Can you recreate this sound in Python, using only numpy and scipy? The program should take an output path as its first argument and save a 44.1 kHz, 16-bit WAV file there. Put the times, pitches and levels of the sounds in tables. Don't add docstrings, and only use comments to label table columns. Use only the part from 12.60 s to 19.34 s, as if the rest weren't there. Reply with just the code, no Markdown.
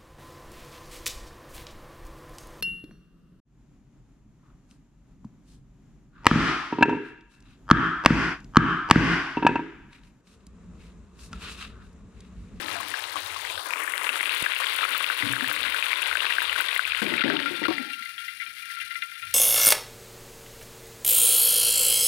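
import sys
import numpy as np
from scipy import signal
from scipy.io import wavfile
from scipy.ndimage import uniform_filter1d

SR = 44100
rng = np.random.default_rng(int(sys.argv[2]) if len(sys.argv) > 2 else 0)


def wav_out(sig):
    wavfile.write(sys.argv[1], SR, np.round(np.clip(np.atleast_2d(sig).T, -1, 1) * 32767).astype(np.int16))


def field_ratio(decibels):
    return 10 ** (np.asarray(decibels, dtype=float) / 20)


N = 297234
T = np.arange(N) / SR
HZ = abs(np.fft.fftfreq(8192, 1 / SR))

# freq_hz, density_db (per Hz)
FAR_COLOUR = [(180, -67.5), (300, -16.5), (742, -7.5), (1060, -0.5), (1360, 0.5), (1660, 1.5), (2360, -4),
              (3770, -4.5), (5020, -9.5), (9980, -10), (11000, -10.5), (11700, -27), (15200, -14.5),
              (16500, -45)]
# freq_hz, density_db (per Hz)
OPEN_COLOUR = [(180, -19), (300, -23), (531, -16.5), (742, -20), (1060, -4), (1310, 9.5), (1450, 10),
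               (1800, 5.5), (2610, 6), (3650, 4.5), (5930, -19), (8900, -13), (9900, -9.5), (11000, -13),
               (11700, -21.5), (14900, -18.5), (16500, -37.5)]
# start_s, peak_db, pitch_hz
FAR_POPS = [(0.0832, -27, 1780), (0.1135, -27, 1070), (0.1535, -23, 1590), (0.2025, -20, 1080),
            (.44, -18, 3900), (.6619, -20, 3760), (.818, -25, 3500), (1.058, -28, 1640),
            (0.3728, -20, 2500), (0.5647, -16, 1080), (0.7618, -20, 1080), (0.8497, -18, 2030),
            (0.8998, -19.5, 2440), (0.9772, -21, 1520), (1.1069, -14, 2420), (1.2077, -20, 2000),
            (1.277, -16, 1710), (1.4426, -23, 2770)]
# start_s, peak_db, pitch_hz
LARGE_POPS = [(0.341, -15, 1600), (0.557, -16, 1100), (1.1357, -7, 2340), (1.125, -20.5, 1016),
              (1.3204, -21, 2560), (1.841, -11.5, 2630), (2.2172, -15, 2580), (2.4886, -15, 2620),
              (2.002, -15, 1100), (2.349, -17, 1250), (2.78, -24, 1220), (2.892, -19, 1320),
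              (1.3371, -11.5, 2100), (1.3792, -19, 1390), (1.492, -4.5, 2630), (1.608, -9, 2050),
              (1.694, -8.5, 2600), (1.8628, -7, 1640), (2.0685, -9, 3180), (2.231, -9, 1320),
              (2.5007, -8, 1490), (2.6243, -10, 1970), (2.8438, -14, 1720), (3.0055, -14, 2630),
              (3.145, -12, 1510), (3.2256, -6.5, 2460), (3.3309, -2.5, 2250), (3.419, -15, 2630),
              (3.513, -10.5, 1440), (3.554, -7.5, 1530), (3.6048, -7.5, 2860), (3.666, -8, 2590),
              (3.7837, -5, 1565), (3.8959, -8, 2930), (4.0853, -10, 3400), (4.1628, -8, 2030),
              (4.1935, -3.5, 1470), (4.321, -7, 2490), (4.612, -19, 1470)]
# start_s, peak_db, pitch_hz
MIDDLING_POPS = [(1.1568, -30, 1270), (1.195, -35, 1360), (1.232, -22, 2100), (1.4133, -22.5, 1070),
                 (1.468, -13.5, 2640), (1.5318, -24, 2900), (1.5568, -18, 1400), (1.63, -11.5, 2260),
                 (1.6572, -12, 2670), (1.7265, -21, 2050), (1.7644, -21, 2100), (1.9638, -13.5, 2640),
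                 (2.0246, -24, 2000), (2.095, -20, 2440), (2.1891, -16, 1420), (2.2092, -16, 1610),
                 (2.2513, -13.5, 1300), (2.3191, -31, 3190), (2.333, -20, 2750), (2.4071, -20, 1150),
                 (2.4433, -11, 2500), (2.5998, -16, 2500), (2.6514, -20, 2210), (2.7352, -12.5, 1640),
                 (2.7648, -18, 1580), (2.8085, -15, 1660), (2.8753, -17, 2500), (2.9138, -12.5, 1520),
                 (2.9638, -15, 2090), (2.9876, -26, 2280), (3.0316, -13, 3720), (3.055, -17, 2840),
                 (3.1228, -16, 2410), (3.1841, -29, 2503), (3.2413, -17, 2260), (3.265, -19, 2750),
                 (3.2841, -21, 2690), (3.3064, -20, 2030), (3.3168, -14, 2520), (3.3577, -14, 3570),
                 (3.3937, -23, 2210), (3.4296, -12, 2680), (3.459, -14, 2980), (3.4805, -19, 2470),
                 (3.5281, -9.5, 2170), (3.5716, -8.5, 2560), (3.6195, -22, 1540), (3.645, -16.5, 1560),
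                 (3.6958, -17, 2440), (3.7077, -13, 1980), (3.7236, -8.5, 2630), (3.8043, -10, 2500),
                 (3.8187, -12.5, 1560), (3.8538, -13, 3320), (3.928, -13.5, 1970), (3.9798, -23, 1533)]
# start_s, peak_db, pitch_hz
LATE_POPS = [(3.96, -14, 1460), (4.0035, -8.5, 1470), (4.1285, -11, 2500), (4.252, -9.5, 2500),
             (4.299, -19, 2480), (4.348, -10, 2310), (4.3885, -20, 2500), (4.4192, -16, 1480),
             (4.4658, -12.5, 2430), (4.5393, -11.5, 1980), (4.5807, -9, 2400), (4.6088, -7.5, 2520),
             (4.6383, -10, 1950), (4.679, -15, 1660), (4.701, -9.5, 1510), (4.764, -18.5, 1400),
             (4.791, -17, 1830), (4.8587, -17, 1370), (5.0545, -9.5, 1397), (5.0825, -13.5, 1090),
             (5.182, -13, 2050)]
# start_s, peak_db, pitch_hz, t60_s
SURGES = [(4.613, -20.5, 1435, 0.0795), (4.858, -24.5, 1410, 0.049), (4.92, -45, 1377, 0.12),
          (4.952, -24.5, 3560, 0.075), (5.038, -20, 1935, .06), (5.05, -19, 1412, 0.07),
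          (5.614, -37.5, 1394, 0.14), (6.1, -42, 1381, 0.18), (6.164, -32.5, 1370, 0.12),
          (5.333, -21, 2770, 0.025), (5.4228, -30, 2100, 0.049), (5.456, -27, 2100, 0.049),
          (5.5794, -28, 3284, 0.12), (5.6162, -37, 2410, 0.032), (5.68, -26.5, 2070, 0.048),
          (5.7994, -24.5, 2010, 0.031), (5.8174, -30, 2180, 0.088), (5.8628, -28.5, 2410, 0.035),
          (6.022, -34, 2410, 0.047), (6.1, -43, 2150, 0.06), (6.1697, -39, 1940, 0.11),
          (6.2, -26, 2730, 0.042), (6.213, -26, 2357, 0.089), (6.305, -30.5, 2086, 0.15),
          (6.354, -23, 2050, 0.032), (6.4207, -20.5, 2075, 0.064), (6.6243, -32, 2460, 0.095),
          (6.669, -29, 2470, 0.04), (5.491, -38, 2040, .04), (5.653, -37, 2370, .03),
          (5.768, -38, 2400, .04), (5.81, -27.5, 2260, .04), (5.967, -35, 2080, .04),
          (5.982, -33, 3300, .03), (6.118, -35.5, 2010, 0.035), (6.208, -34, 2040, 0.036),
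          (6.515, -32, 2070, 0.036), (6.552, -36, 2830, .05), (5.3, -37.5, 1380, 0.11),
          (5.378, -39, 1377, 0.12), (5.708, -45, 1373, 0.085), (6.345, -37, 1380, 0.1),
          (6.42, -36, 1383, 0.088), (6.618, -36.5, 1372, 0.11)]
# start_s, peak_db, top_octave_db (re peak)
SHARP_SPITS = [(0.304, -19, -24), (0.3928, -19, -14), (1.088, -20, -20), (1.1074, -20, -24),
               (1.2373, -16, -24), (1.323, -16, -20), (1.379, -14, -15), (1.412, -23, -36),
               (1.514, -21, -25), (1.628, -14.5, -31), (1.75, -15, -18), (1.825, -9.5, -37),
               (2.146, -20, -15), (2.1635, -13.5, -10), (2.379, -18, 2), (2.3983, -24, -14),
               (2.4264, -16, -15), (2.465, -26, 1), (2.647, -19, -13), (2.726, -10.5, -24),
               (2.8813, -17, -7), (2.928, -19, 2), (3.01, -18, -13), (3.2006, -20, -41),
               (3.422, -11.5, -22), (3.57, -14, -35), (3.8252, -14, -6), (4.01, -10, -5), (4.108, -21, -25),
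               (4.1767, -11.5, -15)]

LEAN_IN_S = (0.84, 1.16)
LID_LOWERED_S, LID_SHUT_S, SETTLED_S = (4.3, 4.8), (4.8, 5.15), 5.164


def evened(x):
    return x / np.sqrt(np.mean(x ** 2) + 1e-20)


def add(mix, s, sound):
    part = mix[round(s * SR):][:len(sound)]
    part += sound[:len(part)]


def curves(rows):
    s, *columns = np.transpose(rows)
    return [np.interp(T, s, c) for c in columns]


def ramp(span):
    return np.interp(T, span, (0, 1))


def swell(times):
    return ramp(times[:2]) - ramp(times[2:])


def read(points):
    f, db = np.transpose(points)
    return np.interp(np.log(HZ + 1), np.log(f), db)


def peaks(modes):
    return sum(field_ratio(db) ** 2 / (1 + (2 * (HZ - hz) / width) ** 2) for hz, width, db in modes)


def coloured(x, db, lo_hz, hi_hz):
    band = 1 / (1 + (lo_hz / (HZ + 1)) ** 16) / (1 + (HZ / hi_hz) ** 16)
    log_gain = np.log(field_ratio(db) * np.sqrt(band) + 1e-7)
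    taps = np.fft.ifft(np.exp(np.conj(signal.hilbert(log_gain)))).real[:3000]
    led_in = np.r_[x[-len(taps):], x]
    return signal.oaconvolve(led_in, taps / np.linalg.norm(taps))[len(taps):][:N]


def narrow(hz, width):
    return evened(coloured(rng.standard_normal(N), 20 * np.log10(peaks([(hz, width, 0)])), 92, 3000))


def slow(rate):
    low = signal.butter(1, rate, fs=SR, output="sos")
    return evened(signal.sosfiltfilt(low, rng.standard_normal(N + 2 * SR))[SR:-SR])


def clicks(rate, spread_db):
    sizes = field_ratio(spread_db * np.minimum(rng.exponential(1, N), 5))
    return sizes * (rng.random(N) < rate / SR)


def ring(hz, t60, glide=.0, rise=1.95):
    t = T[:round(t60 * SR) + 50]
    wave = np.sin(2 * np.pi * hz * t * (1 + glide * t / t60))
    return field_ratio(-60 * t / t60) * wave * (1 - np.exp(-t * hz * rise))


def bubbles(rate, spread_db, cycles, count=16):
    train, size = clicks(rate, spread_db), rng.integers(0, count, N)
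    total = np.zeros(N)
    for k, hz in enumerate(np.linspace(500, 5600, count)):
        tone = ring(hz, cycles / hz, 0.16)
        total += signal.oaconvolve(train * (size == k), tone / np.linalg.norm(tone))[:N]
    return evened(total)


def bowl(x):
    tail = 0.03 * field_ratio(-60 * T[:1200] / 0.035) * rng.standard_normal(1200)
    return x + signal.oaconvolve(x, tail)[:N]


def controls():
    # start_s, bubbling_db
    boil = [(0.0, -40.5), (0.37, -41.5), (1.01, -41.5), (1.26, -36), (1.91, -32), (2.44, -34), (3.73, -32),
            (4.39, -33.5), (4.69, -32), (4.94, -38.5), (5.07, -33.5), (5.16, -34), (5.35, -41), (6.2, -42),
            (6.72, -42.5)]
    level_db, = curves(boil)
    over_quiet_db = level_db + 40
    lid_ajar, lid_before = 0.088, 0.1
    lid = lid_ajar * ramp(LID_LOWERED_S) + (1 - lid_ajar) * ramp(LID_SHUT_S)
    far = 0.92 * (1 - ramp(LEAN_IN_S))
    low_db = -1.5 + (0.72 - 1) * over_quiet_db
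    low_db = low_db - 9.5 * ramp((4.0, 5.0)) - 16 * ramp((5.12, 5.33))
    steam_db = 0.65 + (0.53 * (1 - lid) - 1) * over_quiet_db
    steam_db = steam_db + 2.5 * swell((1.1, 1.22, 1.5, 1.9))
    steam_db = steam_db - 2 * ramp((2.9, 4.3))
    steam_db = steam_db - 6.5 * swell((4.42, 4.65, 4.75, 5.2)) - 1.5 * lid
    return level_db, low_db, steam_db, *np.clip([far, np.maximum(lid, lid_before)], 0, 1)


def lid_db():
    # freq_hz, density_db (per Hz)
    shut_colour = [(180, -58), (300, -31.5), (1210, -61.5), (1380, 29), (1500, -7), (2060, 7.5),
                   (2570, -16), (2790, -47), (4460, 10.5), (6140, -30), (9980, 0.5), (11800, -11.5),
                   (15200, -9), (16500, -47)]
    # freq_hz, width_hz, level_db
    cavity = [(1370, 58, 3.5), (1590, 47, 3.5), (1856, 124, 4), (2041, 26, 10), (2260, 90, 4.5),
              (2410, 37, 8.5), (2770, 72, 6.5), (3180, 54, 3.5), (3556, 240, 0), (4050, 124, -0.5),
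              (4330, 200, -32), (4880, 42, -4), (5480, 100, -9.5)]
    power = field_ratio(read(shut_colour)) ** 2 + field_ratio(14.5) ** 2 * peaks(cavity)
    return 10 * np.log10(power / (1 + (1300 / (HZ + 1)) ** 30) + 1e-9)


def stirred():
    stir = np.zeros(N)
    for s, *_ in [*FAR_POPS, *LARGE_POPS, *MIDDLING_POPS, *LATE_POPS, *SURGES]:
        decay_s = .018 * (1 + (s > SETTLED_S))
        add(stir, s, np.exp(-T[:4000] / decay_s))
    stir = np.sqrt(abs(uniform_filter1d(stir, size=80)) * (1 - .4 * ramp(LID_SHUT_S)))
    return evened(stir - uniform_filter1d(stir, size=SR // 3))


def sizzle():
    level_db, low_db, steam_db, far, shut = controls()
    through_lid = lid_db()
    views = [(far, read(FAR_COLOUR)),
             (np.maximum(1 - far - shut, 0), read(OPEN_COLOUR)),
             (shut, np.where(HZ > 1150, through_lid, through_lid.max() - 48.0))]
    crackle = evened(bowl(clicks(1400, 3.3) * rng.choice([-1., 1.], N)))
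    steam = rng.standard_normal(N)
    flurry = evened(.8 * slow(45) + .4 * slow(5) + .8 * stirred())
    flurry = flurry * (.8 + .15 * shut - .4 * far)
    grain = 1 - 0.71 * shut
    grains = .35 * bubbles(900, 2.5, 24) + .7 * bubbles(1900, 2.9, 7) + .15 * crackle
    froth = evened(grain * grains + np.sqrt(.88 - .64 * grain ** 2) * steam)
    wash = evened(froth + 2.24 * steam)
    fizz = evened(0.68 * crackle + 0.56 * steam)
    fizz_db = steam_db - 6.0 + 1.5 * flurry + 1.6 * slow(50)
    bands = [(wash, low_db + 0.5 + 3.5 * (1 - shut) * flurry, 250, 1200),
             (froth, 1.43 + 2.21 * flurry, 1200, 5600),
             (fizz, fizz_db, 5600, 17000)]
    out = np.zeros(N)
    for drive, db, lo, hi in bands:
        for share, colour in views:
            if lo <= 500:
                colour = np.minimum(colour, read(FAR_COLOUR))
            out += field_ratio(level_db + db) * np.sqrt(share) * coloured(drive, colour, lo, hi)
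    return out


def scrape():
    # start_s, length_s, level_db, fade_db (over the stroke)
    strokes = [
        (0, 0.34, -48, -13),
        (2.604, 0.49, -50, -6.5),
        (4.415, 0.2, -36.5, -4.5),
        (4.637, 0.37, -31, -21),
        (5.012, 0.065, -38.5, -3.5),
        (5.09, 0.23, -42.5, -19.5),
    ]
    # freq_hz, width_hz, level_db
    rim = [(121.5, 70, -27), (240, 90, -12.5), (291.5, 59, 13), (516, 105, 1), (895, 14, 7),
           (1080, 120, -24)]
    slips = evened(clicks(900, 4.34) + 0.43 * rng.standard_normal(N))
    push = np.zeros(N)
    for s, length, db, fade_db in strokes:
        level = field_ratio(db + fade_db * np.clip((T - s) / length, 0, 1))
        push += level * (T >= s) * (T < s + length)
    push = uniform_filter1d(push, size=200, origin=99)
    return field_ratio(6.5) * push * coloured(slips, 10 * np.log10(peaks(rim)), 104, 1300)


def hum():
    # start_s, end_s, pitch_hz, level_db
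    hums = [
        (0.018, 0.34, 95, -54),
        (0.41, 0.584, 92, -56),
        (0.614, 0.997, 92, -56.5),
        (2.953, 3.177, 65, -56.5),
        (3.472, 3.606, 65.5, -56),
        (3.693, 3.99, 68.6, -57),
        (4.23, 4.393, 62, -55),
        (6.624, 6.798, 93, -52),
    ]
    out = field_ratio(-73.0) * coloured(rng.standard_normal(N), 0.38 * np.log2(HZ + 30), 36.5, 303)
    in_phase, quadrature = evened(slow(14) + .6), .75 * slow(14)
    for start, end, hz, db in hums:
        gate = uniform_filter1d(1. * (T > start) * (T < end), 900)
        turn = 2 * np.pi * hz * T
        out = out + field_ratio(db) * gate * (in_phase * np.cos(turn) + quadrature * np.sin(turn))
    return signal.sosfilt(signal.butter(2, 48, "high", fs=SR, output="sos"), out)


def scattered(gap_s, until_s, listed):
    bunching = 5
    draw = rng.random((int(until_s / gap_s) - bunching, 3))
    s = (np.arange(len(draw)) + bunching * draw[:, 0]) * gap_s
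    free = abs(s[:, None] - np.array(listed)[:, 0]).min(1) > .012
    return s[free], draw[free, 1], draw[free, 2]


def chance_pops():
    near_hz, far_hz = (1470, 2050, 2500, 2600, 3460), (1070, 1640, 3730, 2500, 1970)
    level_db, _, _, far, _ = controls()
    listed = [*FAR_POPS, *LARGE_POPS, *LATE_POPS, *MIDDLING_POPS]
    s, strength, size = scattered(.03, LID_LOWERED_S[0], listed)
    kind, fine = np.divmod(size * len(near_hz), 1)
    kind = kind.astype(int)
    hz = np.where(s < LEAN_IN_S[0], np.take(far_hz, kind), np.take(near_hz, kind))
    hz = hz * (1 + 0.22 * (fine - .5))
    db = np.interp(s, T, level_db + 0.5 * far) + 8.5 + 12 * (strength - .5)
    cycles = np.interp(20 * fine % 1, (0, 1), (9, 30))
    return np.transpose([s, db, hz, cycles])


def pops():
    large = [(*row, 32) for row in [*FAR_POPS, *LARGE_POPS, *LATE_POPS]]
    middling = [(s, db + 3.5, hz, 14) for s, db, hz in MIDDLING_POPS]
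    out = np.zeros(N)
    for s, db, hz, cycles in [*large, *middling, *chance_pops()]:
        pop = ring(hz, cycles / hz, .03, rise=2.2)
        add(out, s, field_ratio(db - 2) * pop / abs(pop).max())
        add(out, s, field_ratio(db - 4) * ring(hz * 1.05, 0.002, rise=3))
    return signal.sosfilt(signal.butter(2, (600, 3900), "band", fs=SR, output="sos"), out)


def small_spits():
    level_db, _, steam_db, _, shut = controls()
    starts, strength, size = scattered(.016, T[-1], SHARP_SPITS)
    levels = np.interp(starts, T, level_db + steam_db - 7 * shut)
    levels = levels + 17.5 + 9 * (strength ** 2 - .5)
    out = np.zeros(N)
    for s, db, hz in zip(starts, levels, np.interp(size, (0, 1), (7500, 15500))):
        add(out, s, field_ratio(db) * ring(hz, 12 / hz, rise=2.3))
    return out


def snaps():
    # start_s, peak_db
    tick_list = [(0.2044, -27), (0.2843, -24), (0.5202, -29), (0.606, -29), (0.6464, -29), (0.7248, -38),
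                 (0.85, -36), (0.9802, -36), (1.0455, -29), (1.0675, -27), (1.294, -37), (1.3414, -26),
                 (1.4431, -34), (1.4745, -32), (1.7823, -30), (1.8038, -31), (1.8552, -28), (2.0727, -23),
                 (2.1221, -27), (2.2258, -30), (2.2922, -22), (2.5745, -24), (2.603, -24), (2.8399, -24),
                 (2.9522, -28), (3.1233, -28), (3.6137, -35), (4.1435, -25), (4.153, -22), (1.435, -31),
                 (2.738, -26), (2.455, -28)]
    # start_s, peak_db
    crack_list = [
        (4.387, -29),
        (4.419, -22),
        (4.615, -27),
        (4.623, -24),
        (4.6385, -22),
        (4.7002, -15),
        (4.802, -17),
        (5.031, -21),
        (5.0825, -19),
        (5.104, -18),
    ]
    # start_s, peak_db
    snap_list = [
        (0.0838, -24),
        (.1145, -21),
        (.3395, -20),
        (1.379, -14.5),
        (1.444, -17),
        (1.537, -21),
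        (4.063, -23),
        (4.177, -22),
    ]
    spits, tops, ticks, cracks = np.zeros((4, N))
    for s, db, top_db in SHARP_SPITS:
        add(spits, s, field_ratio([db + 5.5]))
        add(tops, s, field_ratio([db + top_db + 14.0]))
    for s, db in tick_list:
        add(ticks, s, field_ratio([db + 11.5]))
    for s, db in crack_list + snap_list:
        add(cracks, s, field_ratio([db + 13.5]))
    out = coloured(ticks, 0 * HZ, 9000, 19000) + coloured(cracks, read(FAR_COLOUR), 460, 5200)
    out = out + coloured(spits, read(OPEN_COLOUR), 7000, 15500)
    return out + coloured(tops, read(OPEN_COLOUR), 16200, 26000)


def covered(left):
    # start_s, peak_db, t60_s
    grip = [(.09, -50, 0.12), (.84, -59, 0.14), (1.329, -50, 0.15), (1.4, -55, 0.27), (1.725, -45, 0.054),
            (1.744, -51, 0.046), (1.78, -51, .1), (1.805, -49, 0.05), (5.88, -49, 0.12), (6.24, -51, 0.071),
            (6.52, -68, .05)]
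    # freq_hz, density_db (per Hz)
    port_colour = [(40, -104), (150, -112), (400, -124), (1500, -128), (5000, -136), (16000, -140)]
    push = sum(field_ratio(db - 60 * np.maximum(T - s, 0) / t60) * (T > s) for s, db, t60 in grip)
    thud = coloured(push * rng.standard_normal(N), -12 * np.log2(1 + (HZ / 300) ** 2), 44, 15000)
    own = field_ratio(-85.0) * coloured(rng.standard_normal(N), read(port_colour) + 100, 30, 18000)
    out = thud + own + field_ratio(-86.5) * coloured(left, 0 * HZ, 1160, 2114)
    tap_s, tap_db = 1.8225, -3
    add(out, tap_s, -field_ratio(tap_db - 0.5) * ring(530, 0.0045))
    add(out, tap_s + 0.0036, field_ratio(tap_db) * ring(210, 0.008))
    return out


def knocks():
    # start_s, peak_db, pitch_hz, t60_s, clink_db (re peak)
    strikes = [(0.156, -30, 700, 0.18, 7), (2.626, -25.5, 288, 0.32, -5), (2.663, -24, 246, 0.07, -13),
               (2.7, -32.5, 283, 0.35, -8), (2.822, -22.5, 267, 0.12, -3), (4.418, -22, 218, 0.15, 0),
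               (4.468, -25.5, 354, 0.17, -19), (4.516, -24.5, 342, 0.25, -11),
               (4.639, -14.5, 240, 0.14, -19), (4.698, -21.5, 405.4, 0.23, -1), (4.735, -21, 314, 0.13, 2),
               (4.907, -27.5, 359, 0.17, -3), (5.014, -24, 318, 0.13, -6), (5.083, -11.5, 320, 0.12, -5),
               (5.105, -13.5, 346, 0.072, 1), (4.858, -32.5, 326, 0.085, -5), (5.205, -38, 253, 0.14, -12),
               (5.403, -47, 228, 0.11, -2)]
    out = np.zeros(N)
    for s, db, hz, t60, clink_db in strikes:
        add(out, s, field_ratio(db) * ring(hz, t60, -0.072))
        add(out, s, field_ratio(db - 11.5) * ring(hz * 1.7, 0.74 * t60))
        add(out, s, field_ratio(db - 9.5) * ring(hz * .42, 0.29 * t60))
        add(out, s, field_ratio(db - 11.0) * ring(870, .008, rise=2.5))
        for clink_hz in (740, 930, 1110):
            add(out, s, field_ratio(db + clink_db - 14.0) * ring(clink_hz, 0.11))
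    return out


def hushed(pop_db, lift_db=-8):
    hush_s = .011
    dip_db, shape = np.zeros(N), np.sin(np.pi * T[:round(hush_s * SR)] / hush_s) ** .5
    for s, *_ in [*LARGE_POPS, *LATE_POPS]:
        add(dip_db, s - hush_s, pop_db * shape)
    for s in (4.4185, 4.638, 5.082):
        add(dip_db, s - hush_s, lift_db * shape)
    return field_ratio(dip_db)


def bumps():
    # start_s, peak_db, pitch_hz, t60_s
    thumps = [(0.55, -39, 310, 0.19), (0.57, -45, 260, .15), (2.3, -49.5, 250, 0.34), (1.5, -44, 260, 0.23),
              (2.8, -48, 240, 0.17), (2.63, -24, 113, 0.12), (2.695, -28, 125, 0.22),
              (2.72, -35, 128, 0.22), (2.868, -36, 126, 0.19), (2.66, -45, 62, 0.24),
              (4.53, -38, 75.7, 0.15), (4.642, -25, 510, .08), (4.7, -23, 600, 0.07),
              (4.42, -25, 460, 0.11)]
    out = np.zeros(N)
    for s, db, hz, t60 in thumps:
        add(out, s, field_ratio(db) * ring(hz, t60, rise=1.0))
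    return out


def swept(x):
    # start_s, extra_path_ms
    wall_path = [(.84, .3), (.93, .25), (1.03, .195), (1.1, .16), (1.16, .13), (1.36, .12), (1.7, .1)]
    (ms,), strength = curves(wall_path), .72 * swell((.86, .95, 1.4, 1.75))
    late = np.interp(T - ms / 1000, T, uniform_filter1d(x, size=3))
    return (x + strength * late) / np.sqrt(1 + strength ** 2)


def surges():
    out = np.zeros(N)
    for s, db, hz, t60 in SURGES:
        puff = ring(hz, t60, rise=2.6)
        rough = uniform_filter1d(rng.standard_normal(9000), size=9)[:len(puff)]
        hiss = uniform_filter1d(rng.standard_normal(9000), size=8)[:len(puff)]
        add(out, s, field_ratio(db) * puff * (0.48 + rough * 1.97))
        add(out, s, 0.36 * field_ratio(db - 45 * T[:len(puff)] / t60) * hiss)
    return 0.69 * coloured(out, lid_db(), 590, 4000)


def lid_air():
    # freq_hz, width_hz, level_db, t60_s, end_s
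    settling = [
        (267, 56, -34, 0.6, 5.47),
        (824, 71, -52.5, 2.1, 5.37),
        (600, 180, -59, 0.56, 5.31),
        (858, 40, -82, 50, 7),
    ]
    level_db, *_ = controls()
    rest = np.zeros(N)
    for hz, width, db, t60, end in settling:
        decay = field_ratio(db - 60 * np.maximum(T - SETTLED_S, 0) / t60)
        rest += decay * swell((SETTLED_S, SETTLED_S + 0.01, end - .08, end)) * narrow(hz, width)
    return rest + field_ratio(level_db - 9) * ramp(LID_SHUT_S) * narrow(1380, 45)


def scene():
    rim = signal.sosfilt(signal.butter(3, 90, "high", fs=SR, output="sos"), scrape() + knocks())
    contacts = hushed(0) * (rim + bumps())
    bursts = bowl(pops() + small_spits() + snaps()) + surges()
    left = 2 * (hushed(-2.5) * swept(sizzle()) + contacts + bursts + lid_air() + hum())
    return np.array([left, covered(left)])


def band_limit(x):
    return signal.sosfilt(signal.butter(12, 16820, fs=SR, output="sos"), x)


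def record(dry):
    power_db = 10 * np.log10(abs(uniform_filter1d(dry[0] ** 2, 100)) + 1e-12)
    fall = T * 260.0
    held_db = np.maximum.accumulate(power_db + fall) - fall
    over_db = np.maximum(held_db + 18.5, 0)
    late_db = uniform_filter1d(over_db, size=120, origin=59)
    ducked = dry / field_ratio(0.4 * late_db)
    edge = signal.firwin(511, 15800, window=("kaiser", 6), fs=SR)
    mix = 0.67 * signal.oaconvolve(ducked, edge[None], "same") + 0.0017 * ducked
    return band_limit(mix)


dry = scene()
out = record(dry)
wav_out(out)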